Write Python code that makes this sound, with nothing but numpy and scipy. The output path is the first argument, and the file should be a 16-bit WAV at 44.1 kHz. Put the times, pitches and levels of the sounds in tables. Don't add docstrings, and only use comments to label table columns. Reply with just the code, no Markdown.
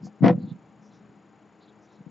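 import sys
import numpy as np
from scipy import signal
from scipy.fft import rfft, irfft
from scipy.io import wavfile
from scipy.ndimage import uniform_filter1d

SR = 44100
rng = np.random.default_rng(int(sys.argv[2]) if len(sys.argv) > 2 else 0)


def unload_audio(sound):
    columns = np.transpose(np.atleast_2d(sound))
    steps = np.round(np.clip(columns, -1, 1) * 32767)
    wavfile.write(sys.argv[1], SR, steps.astype(np.int16))


N = 92610
T = np.arange(N) / SR


# peak time in seconds, relative level in dB,
# softness (pulse sigma) in ms, left minus right in dB.
KNOCKS = [(0.0308, -23.5, 0.81, 4), (.0515, -31, .6, 9), (0.058, -31.5, 0.67, -3),
          (0.0702, -45, 0.074, 10.5), (0.2067, -16.5, 0.81, 9.5), (0.2217, -9.5, .6, 10),
          (0.2287, -2.5, 0.51, -1.5), (0.243, -4, 0.267, 12), (0.246, -3.5, 0.098, 8),
          (0.2565, -12, 0.2, 14.5), (0.2621, -10.5, 0.073, -4.5), (0.267, -24, 0.52, -13.5),
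          (0.2785, -7.5, 0.54, 1.5), (0.3027, -6.5, 0.43, 1), (0.3262, -20, .7, -5.5), (.348, -10, 1.3, -2),
          (0.3786, -22.5, 0.39, -0.5), (.433, -19.5, 1.02, 0.5), (0.443, -21.5, 0.71, 5),
          (0.476, -25, 0.59, 0), (0.513, -17.5, 1.03, -6.5), (1.089, -41, 1, -4), (1.9844, -43, 0.54, 6),
          (2.0052, -33, 0.57, 3), (2.064, -31, 0.53, 10.5)]

def knocks(gain_db=-6.5):
    force = np.zeros((2, N))
    for peak_s, db, soft_ms, pan_db in KNOCKS:
        push = np.exp(-.5 * ((T - peak_s) * 1000 / soft_ms) ** 2)
        force += pan(pan_db) * amp(db) * push / push.sum()
    return amp(gain_db) * tabletop(force)


MODE_HZ = [134, 175, 198, 243, 271, 322, 440, 495, 561, 672, 699, 760, 965, 1285]
MODE_DB = [-15.5, -3.5, -0.5, -6, -6.5, -9, -21, -5.5, -13, -15, -12.5, -20, -28, -25.5]

def tabletop(force, t60_at_200_hz_s=0.14):
    t = T[:SR // 2]
    ring = np.zeros(len(t))
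    for hz, db in zip(MODE_HZ, MODE_DB):
        t60_s = t60_at_200_hz_s * (hz / 200) ** -0.34
        ring += amp(db - 60 * t / t60_s) * np.sin(2 * np.pi * hz * t)
    ring = butterworth(ring, "highpass", hz=126, order=7)
    ring = butterworth(ring, "lowpass", hz=2130, order=2)
    return signal.fftconvolve(force, ring[None], axes=1)[:, :N]


# frequency in Hz, relative gain in dB.
SCRAPE_SPECTRUM = [(400, -13.5), (650, 1), (1000, 11), (1400, -11), (1900, 4), (2800, -12), (3800, -13),
                   (5500, -17.5), (6600, -51.5), (7800, -56.5)]

def slide(start_s=.22, full_s=.245, ease_s=.295, stop_s=.338, rasp_gain_db=-33.5, boom_gain_db=-38):
    pressure_db = np.interp(T, [start_s, full_s, ease_s, stop_s], [-25, 0, -2.5, -25])
    pressure = amp(pressure_db) * ((T > start_s) & (T < stop_s))
    grain = slips()
    mid = unit_rms(colour(grain, SCRAPE_SPECTRUM))
    side = unit_rms(colour(slips(), SCRAPE_SPECTRUM))
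    rasp = butterworth(pressure * stereo(mid, side, width=0.082), "lowpass", hz=5900, order=8)
    shake = butterworth(pressure * grain, "highpass", hz=394, order=2)
    boom = tabletop(pan(db=2.5) * shake)
    return amp(rasp_gain_db) * rasp + amp(boom_gain_db) * boom


def slips(rate_per_s=3000, spread_db=2.5):
    size = amp(spread_db * np.minimum(rng.exponential(1, N), 3))
    hits = rng.random(N) < rate_per_s / SR
    return unit_rms(hits * rng.choice([-1, 1], N) * size)


# start in seconds, relative level in dB.
CLACKS = [(0.2445, -14), (0.26, 0.5), (0.2595, -3), (0.265, -6), (0.2818, 4.5), (0.281, -2),
          (0.3082, -11.5)]
# frequency in Hz, relative gain in dB.
PLASTIC_SPECTRUM = [(100, -51), (500, -11.5), (1000, -5.5), (2000, -0.5), (3000, -4.5), (4000, -14),
                    (6000, -21.5), (7500, -36)]

def clacks(t60_s=0.018, gain_db=-18.5):
    envelope = np.zeros(N)
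    for start_s, db in CLACKS:
        age_s = np.maximum(T - start_s, 0)
        envelope += (T >= start_s) * amp(db - 60 * age_s / t60_s)
    mid, side = (colour(envelope * rng.standard_normal(N), PLASTIC_SPECTRUM) for _ in range(2))
    return amp(gain_db) * stereo(mid, side, width=.3)


def tap(start_s=.0685, hz=740, db=-38.5, t60_s=0.041):
    age_s = np.maximum(T - start_s, 0)
    return amp(db - 60 * age_s / t60_s) * np.sin(2 * np.pi * hz * age_s)


# time in seconds, level in dB.
HAND_RUMBLE = [(0, -41), (.09, -49), (.14, -71.5), (.3, -35), (.4, -36.5), (.48, -46), (.58, -57.5),
               (1.12, -59.5), (1.35, -64), (1.95, -69), (2.1, -60.5)]

def hand_rumble():
    force = butterworth(rng.standard_normal((1, N)), "lowpass", hz=260, order=3)
    envelope = amp(np.interp(T, *np.transpose(HAND_RUMBLE)))
    return envelope * unit_rms(tabletop(force))


# peak time in seconds, length in seconds, centre in Hz, level in dB.
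RUSTLES = [(0.057, 0.033, 5020, -59.5), (0.06, 0.025, 6500, -59.5), (.43, .05, 4170, -67.5),
           (0.48, 0.03, 3700, -71.5), (0.506, 0.031, 3780, -63), (.86, .06, 5670, -70.5),
           (0.941, 0.056, 3860, -72), (0.957, 0.049, 5500, -72), (1.633, 0.034, 4050, -65),
           (1.69, 0.027, 3650, -68), (1.84, 0.041, 5740, -72.5), (1.931, 0.079, 3900, -73.5),
           (1.936, 0.041, 5500, -75)]

def yarn(half_width_ratio=0.1):
    hz = np.fft.rfftfreq(N, 1 / SR)
    rustles = np.zeros(N)
    for peak_s, length_s, centre_hz, db in RUSTLES:
        band = 1 / np.sqrt(1 + ((hz / centre_hz - 1) / half_width_ratio) ** 4)
        swell = np.exp(-2 * ((T - peak_s) / length_s) ** 2)
        rustles += amp(db) * swell * band_noise(band)
    return rustles


# frequency in Hz, T60 in seconds.
ROOM_T60 = [(100, 0.1), (450, 0.39), (1000, 0.057), (6000, 0.11)]

def reverb(x):
    hz, t, spectra = signal.stft(rng.standard_normal((2, SR // 2)), SR, nperseg=256)
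    decay = amp(-60 * t / interp_log_hz(ROOM_T60, hz)[:, None])
    _, tail = signal.istft(spectra * decay, SR, nperseg=256)
    return signal.fftconvolve(x, tail / np.linalg.norm(tail[0]), axes=1)[:, :N]


# frequency in Hz, relative gain in dB.
AIR_SPECTRUM = [(15, -90.5), (25, -69), (65, -20.5), (103, -11.5), (207, -8), (239, -13), (303, -3.5),
                (376, -10), (414, -6.5), (527, -12.5), (792, -12), (2280, -24.5), (3040, -29.5),
                (3770, -34.5), (6390, -40), (6860, -38.5), (7740, -43), (10100, -15.5), (17000, -120)]

def air(db=-57.5, correlation=.93):
    mid, side = (unit_rms(colour(rng.standard_normal(N), AIR_SPECTRUM)) for _ in range(2))
    mid *= np.sqrt((1 + correlation) / 2)
    return amp(db) * stereo(mid, side, width=np.sqrt((1 - correlation) / 2))


# frequency in Hz, level before panning in dB.
HUM_TONES = [(118.4, -74), (177.6, -86), (209.9, -61), (312.2, -69.5), (786.0, -73)]

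def hum(half_width_hz=3.8):
    hz = np.fft.rfftfreq(N, 1 / SR)
    tones = np.zeros(N)
    for centre_hz, db in HUM_TONES:
        band = 1 / (1 + ((hz - centre_hz) / half_width_hz) ** 2)
        tones += amp(db) * band_noise(band)
    return tones


def whine(hz=6820, db=-74, pulses_per_s=30, duty=0.32, pulse_centre_s=.028):
    offset_cycles = ((T - pulse_centre_s) * pulses_per_s + .5) % 1 - .5
    gate = (abs(offset_cycles) < duty / 2).astype(float)
    return amp(db) * uniform_filter1d(gate, size=60) * np.sin(2 * np.pi * hz * T)


def amp(db):
    return 10 ** (np.asarray(db) / 20)


def unit_rms(x):
    return x / np.sqrt(np.mean(x ** 2) + 1e-20)


def pan(db):
    return amp([[db / 2], [-db / 2]])


def stereo(mid, side, width):
    return mid + width * np.array([side, -side])


def butterworth(x, kind, hz, order):
    return signal.sosfilt(signal.butter(order, hz, kind, fs=SR, output="sos"), x)


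def band_noise(band):
    return unit_rms(irfft(rfft(rng.standard_normal(N)) * band, N))


def interp_log_hz(points, hz):
    point_hz, values = np.transpose(points)
    return np.interp(np.log(hz + 1), np.log(point_hz + 1), values)


def colour(x, spectrum):
    hz = abs(np.fft.fftfreq(4096, 1 / SR))
    log_gain = np.log(amp(np.maximum(interp_log_hz(spectrum, hz), -100)))
    response = np.exp(np.conj(signal.hilbert(log_gain)))
    return signal.fftconvolve(x, np.fft.ifft(response).real)[:N]


def scene(reverb_db=-22.5):
    loom = knocks() + slide() + clacks() + pan(db=1) * (tap() + hand_rumble())
    foreground = loom + amp(reverb_db) * reverb(loom) + yarn()
    background = pan(db=3) * air() + pan(db=6.5) * hum() + whine()
    return foreground + background


def record(dry, cutoff_hz=7750):
    lowpass = signal.firwin(301, cutoff_hz, window=("kaiser", 8), fs=SR)
    return signal.oaconvolve(dry, lowpass[None], "same")


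dry = scene()
out = record(dry)
unload_audio(out)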